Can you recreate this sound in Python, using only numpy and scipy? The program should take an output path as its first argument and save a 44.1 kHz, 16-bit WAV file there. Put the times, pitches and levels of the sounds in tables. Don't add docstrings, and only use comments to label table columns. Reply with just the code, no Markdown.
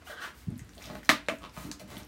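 import sys
import numpy as np
from scipy import signal
from scipy.fft import rfft, irfft
from scipy.io import wavfile
from scipy.ndimage import uniform_filter1d

SR = 44100
rng = np.random.default_rng(int(sys.argv[2]) if len(sys.argv) > 2 else 0)


def invert_db(level):
    return 10 ** (np.asarray(level, dtype=float) / 20)


def digitize_waveform(pressure):
    field = np.atleast_2d(pressure).T
    bounded = np.clip(field, -1, 1)
    quanta = np.round(bounded * 32767).astype(np.int16)
    wavfile.write(sys.argv[1], SR, quanta)


N = 91375


def evened(x):
    return x / np.sqrt(np.mean(x ** 2) + 1e-20)


def peaked(x, db):
    return invert_db(db) * x / abs(x).max()


def read(points, hz):
    f, value = np.transpose(points)
    return np.interp(np.log(hz + 1), np.log(f + 1), value)


def add(mix, s, sound):
    part = mix[round(s * SR):][:len(sound)]
    part += sound[:len(part)]


def ring(x, hz, width):
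    b, a = signal.iirpeak(min(hz, 0.45 * SR), max(hz / width, 0.2), SR)
    return signal.lfilter(b, a, x)


def click(points, size=8000):
    log_gain = read(points, abs(np.fft.fftfreq(4096, 1 / SR))) * np.log(10) / 20
    phase = -signal.hilbert(log_gain).imag
    impulse = np.fft.ifft(np.exp(log_gain + 1j * phase)).real[:2048]
    return np.pad(impulse, (0, size))[:size]


def bell(hz, octaves, skirt_db):
    f = np.geomspace(100, 20000, num=40)
    u = np.log2(f / hz)
    hump = skirt_db * (1 - np.exp(-0.5 * (u / octaves) ** 2))
    bass_fall = 9 * np.minimum(np.log2(f / 1300), 0)
    treble_fall = -1.14 * np.maximum(u, 0)
    return np.transpose([f, hump + bass_fall + treble_fall])


def stroke(length, rise):
    u = np.linspace(0, 1, round(length * SR))
    return np.sin(np.pi * u ** (np.log(0.5) / np.log(np.clip(rise, 0.1, 0.9))))[:8000]


def grit(size, per_s, spread_db):
    chance, sign, extra = rng.random(size), rng.choice([-1., 1.], size), rng.exponential(1, size)
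    return evened((chance < per_s / SR) * sign * invert_db(spread_db * np.minimum(extra, 4)))


def card(x):
    # f/Hz, level/dB, t60/s
    panel_modes = [(285, -11, 0.24), (642.5, 13, 0.074), (1090, 1, 0.15), (1243, -5, 0.19),
                   (1376, -6, 0.25), (1696, 1, 0.032), (1890, -27, 0.041), (2180, -28, 0.033),
                   (2400, -3, 0.14), (2970, -9, 0.042)]
    t = np.arange(len(x)) / SR
    modes = sum(invert_db(db - 60 * t / min(t60, 0.12)) * np.sin(2 * np.pi * hz * t) for hz, db, t60 in panel_modes)
    return signal.fftconvolve(x, modes)[:len(x)]


def hollow(x):
    # f/Hz, width/Hz, level/dB
    cavity_modes = [(111, 105, -10.5), (201.6, 34.4, -8.5), (240.8, 19.3, -6), (295.8, 20, -6.5)]
    boom = np.zeros(len(x))
    for k, (hz, width, db) in enumerate(cavity_modes):
        boom += (-1) ** k * invert_db(db) * ring(ring(x, hz, width), hz, 2.3 * width)
    return boom


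def snaps():
    # t/s, peak level/dB, box level/dB, film f/Hz, room level/dB
    tears = [
        (1.0921, -4, -23.5, 1890, -1),
        (1.2854, -18, -13.5, 1510, -2),
        (1.7148, -20, -25, 5260, -6.5),
    ]
    # f/Hz, level/dB
    colours = [
        [(88, -22.5), (150, -12.5), (514, -1), (637, -5.5), (821, -0.5), (1830, -9), (2220, -10), (3920, 0.5),
         (16000, -6.5)],
        [(88, -21), (150, 2), (514, 10), (637, 4), (821, 3.5), (1500, -3), (2550, 8), (4160, 2.5), (16000, -9)],
        [(530, -35), (900, 9), (1150, -11), (1660, 6.5), (1970, -8.5), (4920, -9.5), (5680, -17), (6330, -6.5),
         (16000, -10)],
    ]
    # t from the snap/s, level/dB
    further_slips = [
        (-.0009, -17),
        (-.0005, -38),
        (.0006, 2.5),
    ]
    near, far = np.zeros(N), np.zeros(N)
    for (s, db, box_db, hz, room_db), colour in zip(tears, colours):
        slip = click(colour)
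        film = ring(slip, hz, hz / 3)
        thin = peaked(slip, 0) + peaked(film, 6)
        for late, slip_db in further_slips:
            shape = thin if late > 0 else np.diff(thin, prepend=0)
            add(near, s + late, -peaked(shape, db + slip_db))
        box = peaked(card(slip), db + box_db) + peaked(hollow(slip), db + box_db - 4.5)
        add(near, s, peaked(thin, db) + box)
        far_film = peaked(peaked(slip, 0) + peaked(film, 5), db)
        add(far, s, invert_db(room_db) * (far_film + box))
    return signal.lfilter(*signal.butter(1, 6000, fs=SR), near), far


def rattle():
    # t/s, peak level/dB, f/Hz, t60/s
    rings = [(1.0922, -6, 1880, .012), (1.095, -14, 2330, 0.0064), (1.094, -17, 285, 0.043),
             (1.0985, -8.5, 2120, 0.0053), (1.099, -16.5, 3320, 0.0078), (1.0995, -13, 1213, 0.022),
             (1.106, -20, 1760, 0.038), (1.1095, -30, 3920, 0.0066), (1.115, -18, 1224, 0.012),
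             (1.117, -16, 1980, 0.0063), (1.126, -27, 285, 0.041), (1.13, -27, 1210, 0.1),
             (1.2855, -25, 1620, 0.014), (1.2862, -19.5, 538, 0.019), (1.288, -25, 2090, 0.018),
             (1.295, -27.5, 652, 0.16), (1.296, -27.5, 2640, 0.0096), (1.3, -33, 1190, 0.052),
             (1.313, -35, 2660, .015), (1.323, -34.5, 1100, 0.015), (1.323, -31, 298, 0.02),
             (1.336, -33.5, 653, 0.021), (1.0935, -23, 710, .04), (1.104, -23.5, 715, 0.024),
             (1.2859, -31, 3610, 0.011), (1.297, -31, 3050, .015), (1.307, -36, 2220, 0.021),
             (.067, -48.5, 2870, 0.074), (.068, -47.5, 740, 0.11), (.097, -41.5, 620, 0.15)]
    out, t = np.zeros(N), np.arange(8000) / SR
    onset = 1 - np.exp(-t / 0.00022)
    for s, db, hz, t60 in rings:
        add(out, s, peaked(onset * invert_db(-60 * t / t60) * np.sin(2 * np.pi * hz * t), db))
    return out


def ticks():
    # t/s, peak level/dB, f/Hz
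    bonds = [(.504, -46.5, 9300), (0.5686, -57, 9350), (0.5796, -39, 12100), (.5872, -44, 8100),
             (0.5933, -34.5, 7140), (0.5948, -42, 2060), (0.603, -52, 5960), (.604, -55, 2230),
             (0.557, -52, 4300), (.631, -55, 1450), (0.648, -50, 11400), (0.6928, -42.5, 5940),
             (0.6924, -45.5, 1480), (0.7348, -47, 3860), (.752, -42.5, 8300), (0.7799, -38, 3820),
             (0.811, -46, 1940), (0.82, -39, 2600), (0.825, -36.5, 5760), (0.8413, -35.5, 3400),
             (0.8527, -44, 2200), (.857, -34.5, 5270), (0.857, -40, 3600), (.864, -40, 4100),
             (0.87, -36.5, 2770), (0.885, -54, 2480), (0.9015, -40, 4230), (.913, -43, 4160),
             (0.933, -43, 1520), (0.9534, -32, 1890), (0.955, -40.5, 3420), (0.9935, -43.5, 2520),
             (.993, -50, 4340), (1.0317, -37.5, 1890), (1.0495, -41.5, 6000), (1.055, -47, 4100),
             (1.264, -45.5, 3760), (1.2853, -31, 7500), (1.0985, -20.5, 12000), (1.113, -38, 13500),
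             (1.386, -43.5, 7950), (1.4958, -44, 4960), (1.7972, -39, 4350), (1.9687, -33, 3340),
             (1.98, -32, 12000), (1.996, -56, 13200), (2.008, -54, 12600), (2.033, -41, 5500),
             (2.049, -41, 12000)]
    out = np.zeros(N)
    for (s, db, hz), (a, b) in zip(bonds, rng.random((len(bonds), 2))):
        slip = click(bell(hz, octaves=0.45, skirt_db=-11), size=600)
        slip = peaked(peaked(slip, 0) + peaked(ring(slip, hz, hz / 3), 0), db)
        add(out, s, slip)
        add(out, s + 0.0003 + 0.0007 * a, -invert_db(-3 - 6 * b) * slip)
    return out


def crackle():
    # t/s, length/s, rms level/dB, f/Hz
    patches = [
        (0.759, 0.17, -71.5, 3270),
        (0.85, 0.022, -60, 3730),
        (0.9, 0.14, -61.5, 2400),
        (1.027, 0.071, -58, 3060),
        (1.297, 0.12, -64.5, 7900),
        (1.87, 0.18, -58.5, 5140),
    ]
    out = np.zeros(N)
    for s, length, db, hz in patches:
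        shower = 0
        for k in (0.5, 0.8, 1.2, 1.7):
            slips = grit(8000, per_s=200, spread_db=4)
            shower = shower + signal.fftconvolve(slips, click(bell(hz * k, 0.26, -8.5), size=600))
        env = stroke(length, 0.34)
        add(out, s, invert_db(db) * env * evened(shower)[:len(env)])
    return out


def bumps():
    # t/s, peak level/dB, push f/Hz
    pushes = [(0.47, -31, 113), (0.482, -21.5, 135), (0.493, -37.5, 230), (0.503, -32.5, 180),
              (0.529, -44, 245), (0.544, -51, 250), (0.615, -34.5, 110), (1.575, -34, 174),
              (1.65, -32.5, 164), (1.666, -33.5, 193), (1.676, -39.5, 270), (1.69, -42, 280),
              (1.97, -38, 227)]
    out = np.zeros(N)
    for s, db, hz in pushes:
        cycles = np.arange(12000) / SR * hz
        push = np.sin(2 * np.pi * cycles) * cycles * np.exp(-(cycles / 0.716) ** 2)
        add(out, s, peaked(push, db) + peaked(hollow(push), db - 29.5))
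    return out


def taps():
    # t/s, peak level/dB, f/Hz
    nail_taps = [
        (0.022, -47, 1200),
        (.900, -34.5, 694),
        (.9535, -35.5, 583),
        (1.5671, -38.5, 990),
        (1.575, -33.5, 970),
    ]
    # t/s, peak level/dB
    flap_slips = [
        (1.4211, -40.5),
        (1.4329, -35),
        (1.44, -31.5),
        (1.4501, -31.5),
        (1.462, -37),
    ]
    # f/Hz, width/Hz, level/dB
    flap_modes = [(317, 220, -4), (1100, 260, 6), (3010, 1300, 8)]
    out, contact = np.zeros(N), click([(100, -5.5), (3000, 0.5), (16000, 3)])
    for s, db, hz in nail_taps:
        nail = ring(ring(contact, hz, 0.5 * hz), hz, hz)
        add(out, s, peaked(nail, db) + peaked(card(contact), db - 3))
    slip = np.zeros(len(contact))
    for k, (hz, width, db) in enumerate(flap_modes):
        slip += (-1) ** k * peaked(ring(ring(contact, hz, width), hz, 3 * width), db)
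    for s, db in flap_slips:
        add(out, s, peaked(slip, db))
    return out


def wandering(x, hz, width):
    noise = rng.standard_normal(len(x))
    drift = evened(uniform_filter1d(uniform_filter1d(noise, size=600), size=600))
    turn = np.exp(2j * np.pi * np.cumsum(hz * (1 + 0.06 * drift)) / SR)
    r = np.exp(-np.pi * width / SR)
    smooth = signal.lfilter([1], [1, -r], signal.lfilter([1], [1, -r * r], x / turn))
    return (turn * smooth).real


def scrapes():
    # t/s, length/s, rms level/dB, span f/Hz, card level/dB
    strokes = [(.01, 0.025, -61, 1270, -4), (0.069, 0.039, -50, 1570, -9),
               (0.089, 0.077, -46.5, 1690, -4.5), (0.161, 0.11, -47.5, 1620, -12),
               (0.213, 0.057, -38, 1585, -43), (0.233, 0.047, -47, 1130, -40),
               (0.769, 0.042, -65.5, 2670, 13.5), (0.856, 0.15, -60, 1740, 6.5),
               (1.028, 0.031, -71, 1880, -21), (1.404, 0.083, -61.5, 1100, 5.5),
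               (1.552, 0.41, -64, 1320, 2), (1.797, 0.036, -64, 1530, 12), (1.879, 0.22, -69.5, 1280, 12)]
    card_hz, sag = 550, 0.094
    out = np.zeros(N)
    for s, length, db, hz, low_db in strokes:
        g = grit(8000, per_s=2500, spread_db=3)
        env = stroke(length, 0.22)
        slide = np.minimum(np.arange(len(g)) / len(env), 1) * np.pi / 2
        f_high, f_low = card_hz * (1 + sag), card_hz * (1 - sag)
        high = evened(ring(ring(g, f_high, 108), f_high, 270))
        low = evened(ring(ring(g, f_low, 108), f_low, 270))
        tone = evened(wandering(g, hz, hz / 4.2))
        tone += invert_db(low_db) * (np.cos(slide) * high + np.sin(slide) * low)
        tone += invert_db(-6.5) * evened(ring(g, 1.9 * hz, 0.33 * hz))
        add(out, s, invert_db(db) * env * tone[:len(env)])
    return out


def rubs():
    # t/s, length/s, rms level/dB, slope/(dB per octave)
    strokes = [(0.038, 0.14, -52, -3), (0.189, 0.14, -46.5, -6.5), (0.323, 0.17, -59.5, -1),
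               (.66, 0.73, -59.5, 0), (0.564, 0.051, -90, 18), (0.772, 0.21, -53, -5.5),
               (0.879, 0.14, -51, -37), (1.032, 0.042, -58, -28), (1.385, 0.12, -59.5, -5.5),
               (1.511, 0.27, -50.5, -3.5), (1.791, 0.023, -47.5, -3.5), (1.856, 0.24, -50.5, -6.5)]
    out, hz = np.zeros(N), np.fft.rfftfreq(10000, 1 / SR)
    for s, length, db, slope_db in strokes:
        tilt = invert_db(slope_db * np.log2(hz / 3000 + 0.35)) * np.minimum(hz / 900, 1)
        fizz = irfft(rfft(grit(10000, per_s=6000, spread_db=3.4)) * tilt)
        env = stroke(length, 0.34) ** 2
        add(out, s, invert_db(db) * env * evened(fizz)[:len(env)])
    return out


def shoves():
    # t/s, length/s, rms level/dB
    shifts = [
        (0.496, 0.052, -40),
        (.63, 0.44, -57.5),
        (0.832, .2, -46),
        (1.408, 0.05, -43.5),
        (1.57, 0.062, -42.5),
        (1.637, 0.093, -41.5),
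        (1.793, 0.086, -46),
        (1.875, 0.18, -47.5),
    ]
    out = np.zeros(N)
    for s, length, db in shifts:
        env = stroke(length, 0.34)
        rumble = evened(hollow(grit(10000, per_s=900, spread_db=5.8)))
        add(out, s, invert_db(db) * env * rumble[:len(env)])
    return out


def room(x):
    # f/Hz, t60/s
    decay = [(120, 0.28), (500, 0.25), (1500, 0.29), (4000, 0.22), (12000, 0.17)]
    # t/s, level/dB
    echoes = [(.0026, -3.5), (.0066, -5), (.0082, -11), (.0125, -7.5), (.0165, -6), (.0255, -13.5)]
    impulses = np.zeros(SR // 2)
    at = np.arange(150, SR // 2 - 20, 15)
    impulses[at + rng.integers(0, 15, len(at))] = rng.choice([-1., 1.], len(at))
    hz, t, z = signal.stft(impulses, SR, nperseg=256)
    tail = signal.istft(z * invert_db(-60 * t / read(decay, hz)[:, None]), SR, nperseg=256)[1]
    tail = invert_db(4.5) * tail / np.linalg.norm(tail)
    for k, (s, echo_db) in enumerate(echoes):
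        tail[round(s * SR)] += (-1) ** k * invert_db(echo_db)
    return signal.fftconvolve(x, tail)[:N]


def floor():
    # f/Hz, level/(dB per Hz)
    spectrum = [(25, -11), (55, 34.5), (110, 14), (270, 15), (600, 2.5), (1800, 2), (11000, -12),
                (16000, -21)]
    hz = np.fft.rfftfreq(N, 1 / SR)
    hiss = evened(irfft(rfft(rng.standard_normal(N)) * invert_db(read(spectrum, hz)), N))
    hum = evened(ring(ring(rng.standard_normal(N), 52, 36), 52, 36))
    return invert_db(-52) * hiss + invert_db(-63) * hum


def scene():
    snap, snap_far = snaps()
    small = ticks() + taps() + crackle()
    push = bumps()
    drag = invert_db(-4) * (scrapes() + rubs() + shoves())
    wet = room(snap_far + invert_db(-8) * small + invert_db(-12) * push + invert_db(-2) * drag)
    return (snap + rattle() + small + push + drag + wet + floor())[None]


def roll_off(x):
    return signal.sosfilt(signal.butter(12, 16850, fs=SR, output="sos"), x)


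def record(dry):
    x = signal.sosfilt(signal.butter(3, 62.6, "high", fs=SR, output="sos"), dry)
    x = x - 0.45 * ring(x, 10320, 410)
    band_limit = signal.firwin(511, 16000, window=("kaiser", 9), fs=SR)
    x = signal.oaconvolve(x, band_limit[None], "same")
    return roll_off(x)


dry = scene()
out = record(dry)
digitize_waveform(out)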